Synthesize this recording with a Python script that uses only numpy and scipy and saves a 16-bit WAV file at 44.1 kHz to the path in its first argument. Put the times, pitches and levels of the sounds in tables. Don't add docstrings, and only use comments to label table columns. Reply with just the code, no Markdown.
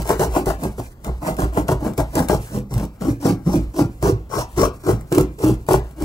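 import sys
import numpy as np
from scipy import signal
from scipy.fft import rfft, irfft, next_fast_len
from scipy.io import wavfile
from scipy.ndimage import uniform_filter1d, map_coordinates

SR = 44100
rng = np.random.default_rng(int(sys.argv[2]) if len(sys.argv) > 2 else 0)


def attenuation_scalar(level_db):
    decades = np.asarray(level_db, float) / 20
    return 10 ** decades


def wav_record(signal):
    frames = np.transpose(np.atleast_2d(signal))
    bounded = np.clip(frames, -1, 1)
    quanta = np.round(bounded * 32767).astype(np.int16)
    wavfile.write(sys.argv[1], SR, quanta)


N = 266364


def unit(x):
    return x / np.sqrt(np.mean(x ** 2) + 1e-20)


def along(points, hz):
    f, v = np.transpose(points)
    return np.interp(np.log(hz + 1), np.log(f + 1), v)


def curves(rows):
    s, *cols = np.transpose(rows)
    return [np.interp(np.arange(N) / SR, s, c) for c in cols]


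def wobble(rate):
    return map_coordinates(rng.standard_normal(N // 40), [np.arange(N) * rate / SR])


def filtered(x, response):
    m = next_fast_len(N + SR // 2)
    hz = np.fft.rfftfreq(m, 1 / SR)
    return irfft(rfft(x, m) * response(hz), m)[..., :N]


def modes(table):
    def response(f):
        total = 0
        for k, (centre, width, db) in enumerate(table):
            damping = 1j * f * width
            total = total + (-1) ** k * attenuation_scalar(db) * damping / (centre ** 2 - f ** 2 + damping)
        return total
    return response


def colour(spectrum):
    return lambda hz: attenuation_scalar(along(spectrum, hz))


def driven(force, level_db, response):
    return filtered(force * attenuation_scalar(level_db), response) / np.std(filtered(force, response))


def spikes(times, dbs):
    x = np.zeros(N)
    x[np.round(np.asarray(times) * SR).astype(int)] = attenuation_scalar(dbs) * rng.choice([-1, 1], len(times))
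    return x


# (frequency [Hz], level [dB per Hz])
ROOM_TONE = [(18, -34), (30, 6), (109, -4), (1070, -27.5), (2900, -41), (9710, -47), (14800, -38),
             (16000, -54)]
# (frequency [Hz], level [dB])
PAPER_COLOUR = [(1200, 3), (1900, 0), (2700, -4.5), (4800, -5.5), (5800, -2.5), (7800, -4), (10000, 2),
                (11700, -4.5), (15500, -5.5)]
# (time [s], level [dB])
BRUSH_LEVEL = [(0.0, -63), (0.16, -44), (0.3, -48.5), (0.92, -50), (0.95, -75), (1.05, -52), (1.408, -57.5),
               (1.956, -54), (2.188, -43), (2.58, -47.5), (2.63, -80.5), (3.08, -57), (3.45, -53.5),
               (3.7, -56), (4.4, -67), (4.49, -52.5), (5.42, -60.5), (6.04, -59.5)]


def background():
    flutter_db = np.clip(7.0 * wobble(33), -5, 5)
    brushing = driven(rng.standard_normal(N), curves(BRUSH_LEVEL)[0] + flutter_db, colour(PAPER_COLOUR))
    return brushing + driven(rng.standard_normal(N), -41, colour(ROOM_TONE))


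# (peak time [s], level [dB])
AIR_SHOVES = [(0.0, -21.5), (0.15, -23.5), (0.3, -20.5), (0.479, -21.5), (0.67, -27), (0.8, -32.5),
              (1.1, -20.5), (1.33, -26.5), (1.44, -17), (1.61, -24), (1.77, -22.5), (2.02, -21), (2.2, -25),
              (2.32, -20), (2.56, -30.5), (2.76, -20), (3.041, -26.5), (3.35, -36), (3.5, -23.5),
              (3.59, -18.5), (3.831, -28), (4.05, -20.5), (4.15, -26), (4.39, -31), (4.58, -21),
              (4.93, -23), (5.21, -22), (5.5, -21), (5.76, -18), (6.04, -17.5)]


def boom():
    swell_db_per_s, ring_db_per_s, die_db_per_s2 = 340, 60, 406
    s, db = np.transpose(AIR_SHOVES)[:, :, None]
    coarse = np.arange(0, N, 64)
    since = coarse / SR - s
    decay_db = -ring_db_per_s * since - die_db_per_s2 * since ** 2
    level_db = db + np.where(since < 0, swell_db_per_s * since, decay_db)
    level = np.interp(np.arange(N), coarse, attenuation_scalar(level_db.max(axis=0)))
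    pitch_hz = 57 + 2 * wobble(12)
    tone = np.sqrt(2) * np.sin(2 * np.pi * np.cumsum(pitch_hz) / SR)
    shake = driven(rng.standard_normal(N), 0, modes([(41.0, 10.5, 0)]))
    return level * (tone + 0.41 * shake)


# (time [s], peak level [dB])
WALL_SLAPS = [(0.781, -20), (1.075, -21), (1.425, -12), (1.723, -8.5), (1.995, -10), (2.346, -6.5),
              (2.711, -23), (2.757, -9), (3.014, -37), (3.104, -7.5), (3.334, -12), (3.47, -24),
              (3.569, -8.5), (3.849, -11), (4.026, -22), (4.123, -7), (4.569, -20), (4.928, -11),
              (5.116, -26), (5.177, -8), (5.518, -12), (5.732, -34), (5.774, -13.5)]


def slaps():
    s, db = np.transpose(WALL_SLAPS)
    return filtered(spikes(s, db + 47), modes([(107.3, 29.8, 2.67), (133.3, 55.7, -1.7)]))


# (time [s], peak level [dB])
FIBRE_SNAPS = [(0.0754, -18.5), (0.0922, -13), (0.195, -16), (0.3566, -26), (0.4589, -17), (1.0454, -21),
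               (1.3668, -23), (1.5728, -19), (1.6826, -16), (1.9354, -30), (1.9789, -14), (2.154, -10.5),
               (2.2857, -12), (2.5861, -27.5), (2.7392, -18), (2.7788, -20.5), (2.7978, -26), (2.8514, -27),
               (4.0258, -18.5), (4.566, -45.5), (5.0097, -32), (5.1244, -13.5), (5.149, -14), (5.1817, -9),
               (5.2094, -15.5), (5.3889, -29), (5.6656, -33), (5.688, -16), (5.7326, -10), (5.9106, -37)]


def snaps():
    s, db = np.transpose(FIBRE_SNAPS)
    bursts = signal.lfilter([1], [1, -.993], np.abs(spikes(s, db - 5.5)))
    return bursts * driven(rng.standard_normal(N), 0, colour(PAPER_COLOUR))


# (frequency [Hz], width [Hz], level [dB])
PANEL_MODES = [
    (115.7, 53.8, 4),
    (220, 100, -0.5),
    (275.3, 104, 4),
    (330, 142.7, 2.5),
    (367, 26.5, 9),
    (488.5, 40, -1.5),
]
# (frequency [Hz], width [Hz], level [dB])
STIFF_MODES = [(624, 76, 6), (781.5, 73.6, 4), (847.5, 93.5, 3), (1068, 113, -1.5), (1388, 207, -9.5),
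               (1970, 320, -19)]
# (time [s], panel peak [dB], sharpness [dB])
SNAGS = [(0.104, -4, 5), (0.195, 7, -24), (0.364, -5.5, 7), (0.469, 3, -9), (0.651, -8.5, 1),
         (0.782, -11, -7.5), (1.092, -11, -2.5), (1.39, -6.5, -3), (1.574, 3.5, 3), (1.689, -1, 2.5),
         (1.982, 0.5, -29), (2.153, -5, -8.5), (2.296, -2, 0.5), (3.254, 3.5, -5), (3.792, -5, 2),
         (4.027, -10, 5), (4.056, -8, 3), (4.349, -11, -23), (4.594, -1.5, -30), (4.625, -4, -28.5),
         (4.875, -3, -8), (4.891, 8, -1.5), (5.119, -3, -6), (5.182, -1, 0.5), (5.435, -3, -13),
         (5.457, -9, -8.5), (5.494, 0, -25), (5.687, 4, 2), (5.708, 1, 4.5), (5.741, 1, 6)]


def jolts():
    s, db, sharp_db = np.transpose(SNAGS)
    db = np.minimum(db, -2)
    low = filtered(spikes(s, db + 30.5), modes(PANEL_MODES))
    high = filtered(spikes(s, db + sharp_db + 24), modes(STIFF_MODES))
    return uniform_filter1d(low + high, size=9)


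def course(rows, times, shape):
    stiff_over_hiss_db, stiff_db_per_octave, usual_rib_hz = 12.5, -0.5, 280
    lifted_db = -120
    t = np.arange(0, N, 16) / SR
    approach, bite, release = times
    for s, hold, panel_db, hiss_db, rib_hz in rows:
        at = s + np.array([-approach, -bite, 0, hold, hold + release])
        octaves = np.log2(rib_hz / usual_rib_hz)
        stiff_db = hiss_db + stiff_over_hiss_db + stiff_db_per_octave * octaves
        levels = []
        for db, steps in zip((panel_db, stiff_db, hiss_db), shape):
            levels.append(np.interp(t, at, db + np.insert(steps, 2, 0), lifted_db, lifted_db))
        speed = np.insert(1.0 * np.array(shape[3]), 2, 1)
        yield levels + [rib_hz * np.interp(t, at, speed)]


# (bite time [s], hold [s], panel level [dB], paper hiss level [dB], ribs crossed [Hz])
JAB_STROKES = [(0.2, 0.02143, -18, -32, 350.9), (0.467, 0.038, -18.5, -34.5, 282.5),
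               (0.785, 0.011, -21.5, -40, 197.3), (1.047, 0.03, -25, -46, 159.7),
               (1.222, .04, -22, -45.5, 260.7), (1.385, 0.056, -17.5, -38, 260),
               (1.688, 0.035, -14.5, -36, 300.5), (1.984, 0.024, -25.5, -35.5, 219.8),
               (2.298, 0.048, -17, -33, 330.8), (2.711, 0.13, -20.5, -45.5, 170),
               (3.013, .096, -18, -43.5, 199.9), (3.465, .04, -17, -46, 180),
               (4.03, 0.069, -12.5, -36.5, 321), (4.382, .03, -17.5, -34.5, 590),
               (4.578, .075, -13, -31.5, 362.9), (5.122, 0.09, -11.5, -36, 300.7),
               (5.692, 0.063, -10.5, -31.5, 300)]
# (full time [s], hold [s], panel level [dB], paper hiss level [dB], ribs crossed [Hz])
DRAG_STROKES = [(-0.02, .022, -19.5, -32.5, 164.9), (0.1, 0.028, -15.5, -29.5, 460),
                (0.232, 0.017, -15.5, -30.5, 430.4), (0.366, 0.025, -13, -31.5, 360.8),
                (0.64, 0.022, -15, -37.5, 211.4), (1.272, .028, -14.5, -33.5, 258.8),
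                (1.582, .014, -13.5, -35.5, 304.6), (1.855, 0.023, -15, -39, 259),
                (2.185, 0.023, -11, -30, 255.4), (2.551, 0.024, -14, -40, 188),
                (3.259, 0.044, -12, -33.5, 248), (3.535, .03, -14.5, -37.5, 300),
                (3.794, 0.0164, -11.5, -34, 270.9), (4.352, .022, -15, -33.5, 418.9),
                (4.888, 0.026, -13, -32.5, 339), (5.44, .068, -12.5, -33, 326.8),
                (6.02, 0.024, -16, -39, 309)]
# (approach [s], bite [s], release [s])
JAB_TIMES = (.022, 0.00831, .045)
DRAG_TIMES = (.058, .014, .06)
JAB_SHAPE = [(-48, -22.5, 0, -26), (-34, -17.5, -1.5, -37), (-24, -9.5, 0, -23.5), (1, 1, 1.41, 1)]
DRAG_SHAPE = [(-22.5, -9.5, -0.5, -24), (-22, -6.5, -7.5, -50), (-18.5, -5, -4, -26), (1.02, 1.2, 1, 0.63)]


def strokes():
    jabs = course(JAB_STROKES, JAB_TIMES, JAB_SHAPE)
    drags = course(DRAG_STROKES, DRAG_TIMES, DRAG_SHAPE)
    each = np.array([*jabs, *drags])
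    strongest = each[:, 2].argmax(axis=0)[None, None]
    now = np.take_along_axis(each, strongest, axis=0)[0]
    soft = uniform_filter1d(attenuation_scalar(now[:3]), size=20)
    now[:3] = 20 * np.log10(np.abs(soft) + 1e-7)
    return np.repeat(now, repeats=16, axis=1)[:, :N]


# (time [s], upper modes [dB], their highest modes [dB more],
# wall riding the ribs [dB], narrow panel modes [dB])
TIP_PLACE = [(0.0, 1, -1.5, 1.5, 3), (0.5, 2.5, -2, -3.5, -4.5), (0.8, 2, -2.5, -8, -1),
             (1.3, 5, 3, -3.5, 5), (1.6, 5.5, -2.5, -8, 3.5), (2.0, 4.5, -2, 3, 0),
             (2.5, -1.5, -1.5, -4, 2), (3.05, -2.5, 0.5, -0.5, 1), (3.3, 1, -1, -1.5, -4),
             (3.8, 0.5, -1, 0, -17), (4.08, 0, 4, 2, -4), (4.38, -1.5, 7, 1.5, 1), (4.62, -6, 9, 1, 2.5),
             (5.0, -3.5, 1, -1.5, -1.5), (5.5, -3, 1.5, -2.5, -1), (6.0, -1, -9, -4.5, 0)]
# (time [s], level [dB re hiss])
PAPER_SHEEN = [(0, -18), (2.5, -8.5), (3.3, -2.5), (4.6, -1.5), (5.3, -16)]


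def scrape():
    panel_db, stiff_db, hiss_db, rib_hz = strokes()
    upper_db, highest_db, riding_db, narrow_db = curves(TIP_PLACE)
    turns = np.cumsum(rib_hz * (1 + .17 * wobble(140))) / SR
    height = attenuation_scalar(5.07 * wobble(150))
    plucks = unit(np.diff(np.floor(turns), prepend=0) * height)
    slip_moments = rng.random(N) < 1200 / SR
    slips = unit(slip_moments * rng.standard_normal(N) * attenuation_scalar(1.97 * wobble(90)))

    push = plucks + .5 * slips
    low = driven(push, panel_db - 4, modes(PANEL_MODES[:4]))
    low = low + driven(push, panel_db + narrow_db - 10.5, modes(PANEL_MODES[4:]))
    riding = attenuation_scalar(panel_db + riding_db - 6.5) * unit(height * np.sin(2 * np.pi * turns))

    force = 0.47 * plucks + slips
    high_db = stiff_db + upper_db
    high = driven(force, high_db - 2.5, modes(STIFF_MODES[:3]))
    high = high - driven(force, high_db + highest_db - 8.5, modes(STIFF_MODES[3:]))

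    grip = 1 + 0.41 * np.cos(2 * np.pi * turns)
    grip = grip * attenuation_scalar(0.59 * wobble(46) + 0.78 * wobble(600))
    rasps = (rng.random(N) < 90 / SR) * rng.exponential(1.0, N)
    crackle = signal.lfilter([1], [1, -.985], rasps)
    rubbing = (grip + crackle) * rng.standard_normal(N) + 0.63 * slips
    hiss = driven(rubbing, hiss_db + 4.0, colour(PAPER_COLOUR))
    sheen_db = hiss_db + curves(PAPER_SHEEN)[0]
    sheen = driven(grip * rng.standard_normal(N), sheen_db, modes([(5640, 680, 0)]))
    return low + riding + high + hiss + sheen


# (frequency [Hz], 60 dB decay time [s])
ROOM_DECAY = [
    (60, 0.56),
    (400, 0.27),
    (2000, 0.36),
    (12000, 0.089),
]


def tail(t60_scale, count):
    hz, t, z = signal.stft(rng.standard_normal((count, SR // 2)), SR, nperseg=256)
    t60 = t60_scale * along(ROOM_DECAY, hz)[:, None]
    r = signal.istft(z * attenuation_scalar(-60 * t / t60), SR, nperseg=256)[1]
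    return r / np.linalg.norm(r, axis=1, keepdims=True)


def moving(x, t60_scale, turns_hz):
    paths = signal.fftconvolve(x[None], tail(t60_scale, count=6), axes=1)[:, :N]
    share = np.array([wobble(turns_hz) for _ in paths])
    return (share * paths).sum(axis=0) / np.linalg.norm(share, axis=0)


# (frequency [Hz], correlation [0 to 1])
PORT_LIKENESS = [(100, .995), (400, .97), (800, .85), (1400, .55), (3100, .2), (4300, .55), (6400, .1),
                 (7400, .9995)]
# (frequency [Hz], left lead [rad])
PORT_LEAD = [(0, 0), (1100, 1.1), (1700, 2.5), (3200, 2.6), (4200, 5.9), (6000, 4.9), (6800, 7.5),
             (7800, 6.2), (9570, 3.19), (9850, 3.09), (13370, -3.09), (13670, -3.19), (15400, -6.27)]
# (frequency [Hz], left minus right [dB])
PORT_BALANCE = [(60, -1), (200, -1.7), (380, .3), (1200, 5.5), (4600, -1.5), (6600, 1.5), (7500, 0)]


def scene():
    near = scrape() + jolts() + snaps() + slaps()
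    late = np.pad(near, (200, 0))
    direct = near + attenuation_scalar(-10.5) * moving(late, 0.86, turns_hz=4.5) + background()

    def turn(hz):
        return np.arccos(np.clip(along(PORT_LIKENESS, hz), -1, 1)) / 2

    def half(hz):
        lead = np.interp(hz, *np.transpose(PORT_LEAD))
        return attenuation_scalar(along(PORT_BALANCE, hz) / 2) * np.exp(.5j * lead)

    mid = filtered(direct, lambda hz: np.cos(turn(hz))) + boom()
    side = filtered(moving(direct, 0.071, turns_hz=12), lambda hz: np.sin(turn(hz)))
    ports = np.array([mid + side, mid - side])
    return filtered(ports, lambda hz: np.array([half(hz), 1 / half(hz)]))


def roll_off(x):
    return signal.sosfilt(signal.butter(12, 17010, fs=SR, output="sos"), x)


def record(dry):
    x = filtered(dry, lambda hz: (hz < 15750) * hz ** 2 / (hz ** 2 + 30 ** 2))
    x = x / (1 + np.abs(x / .98) ** 8) ** (1 / 8)
    return roll_off(x)


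dry = scene()
out = record(dry)
wav_record(out)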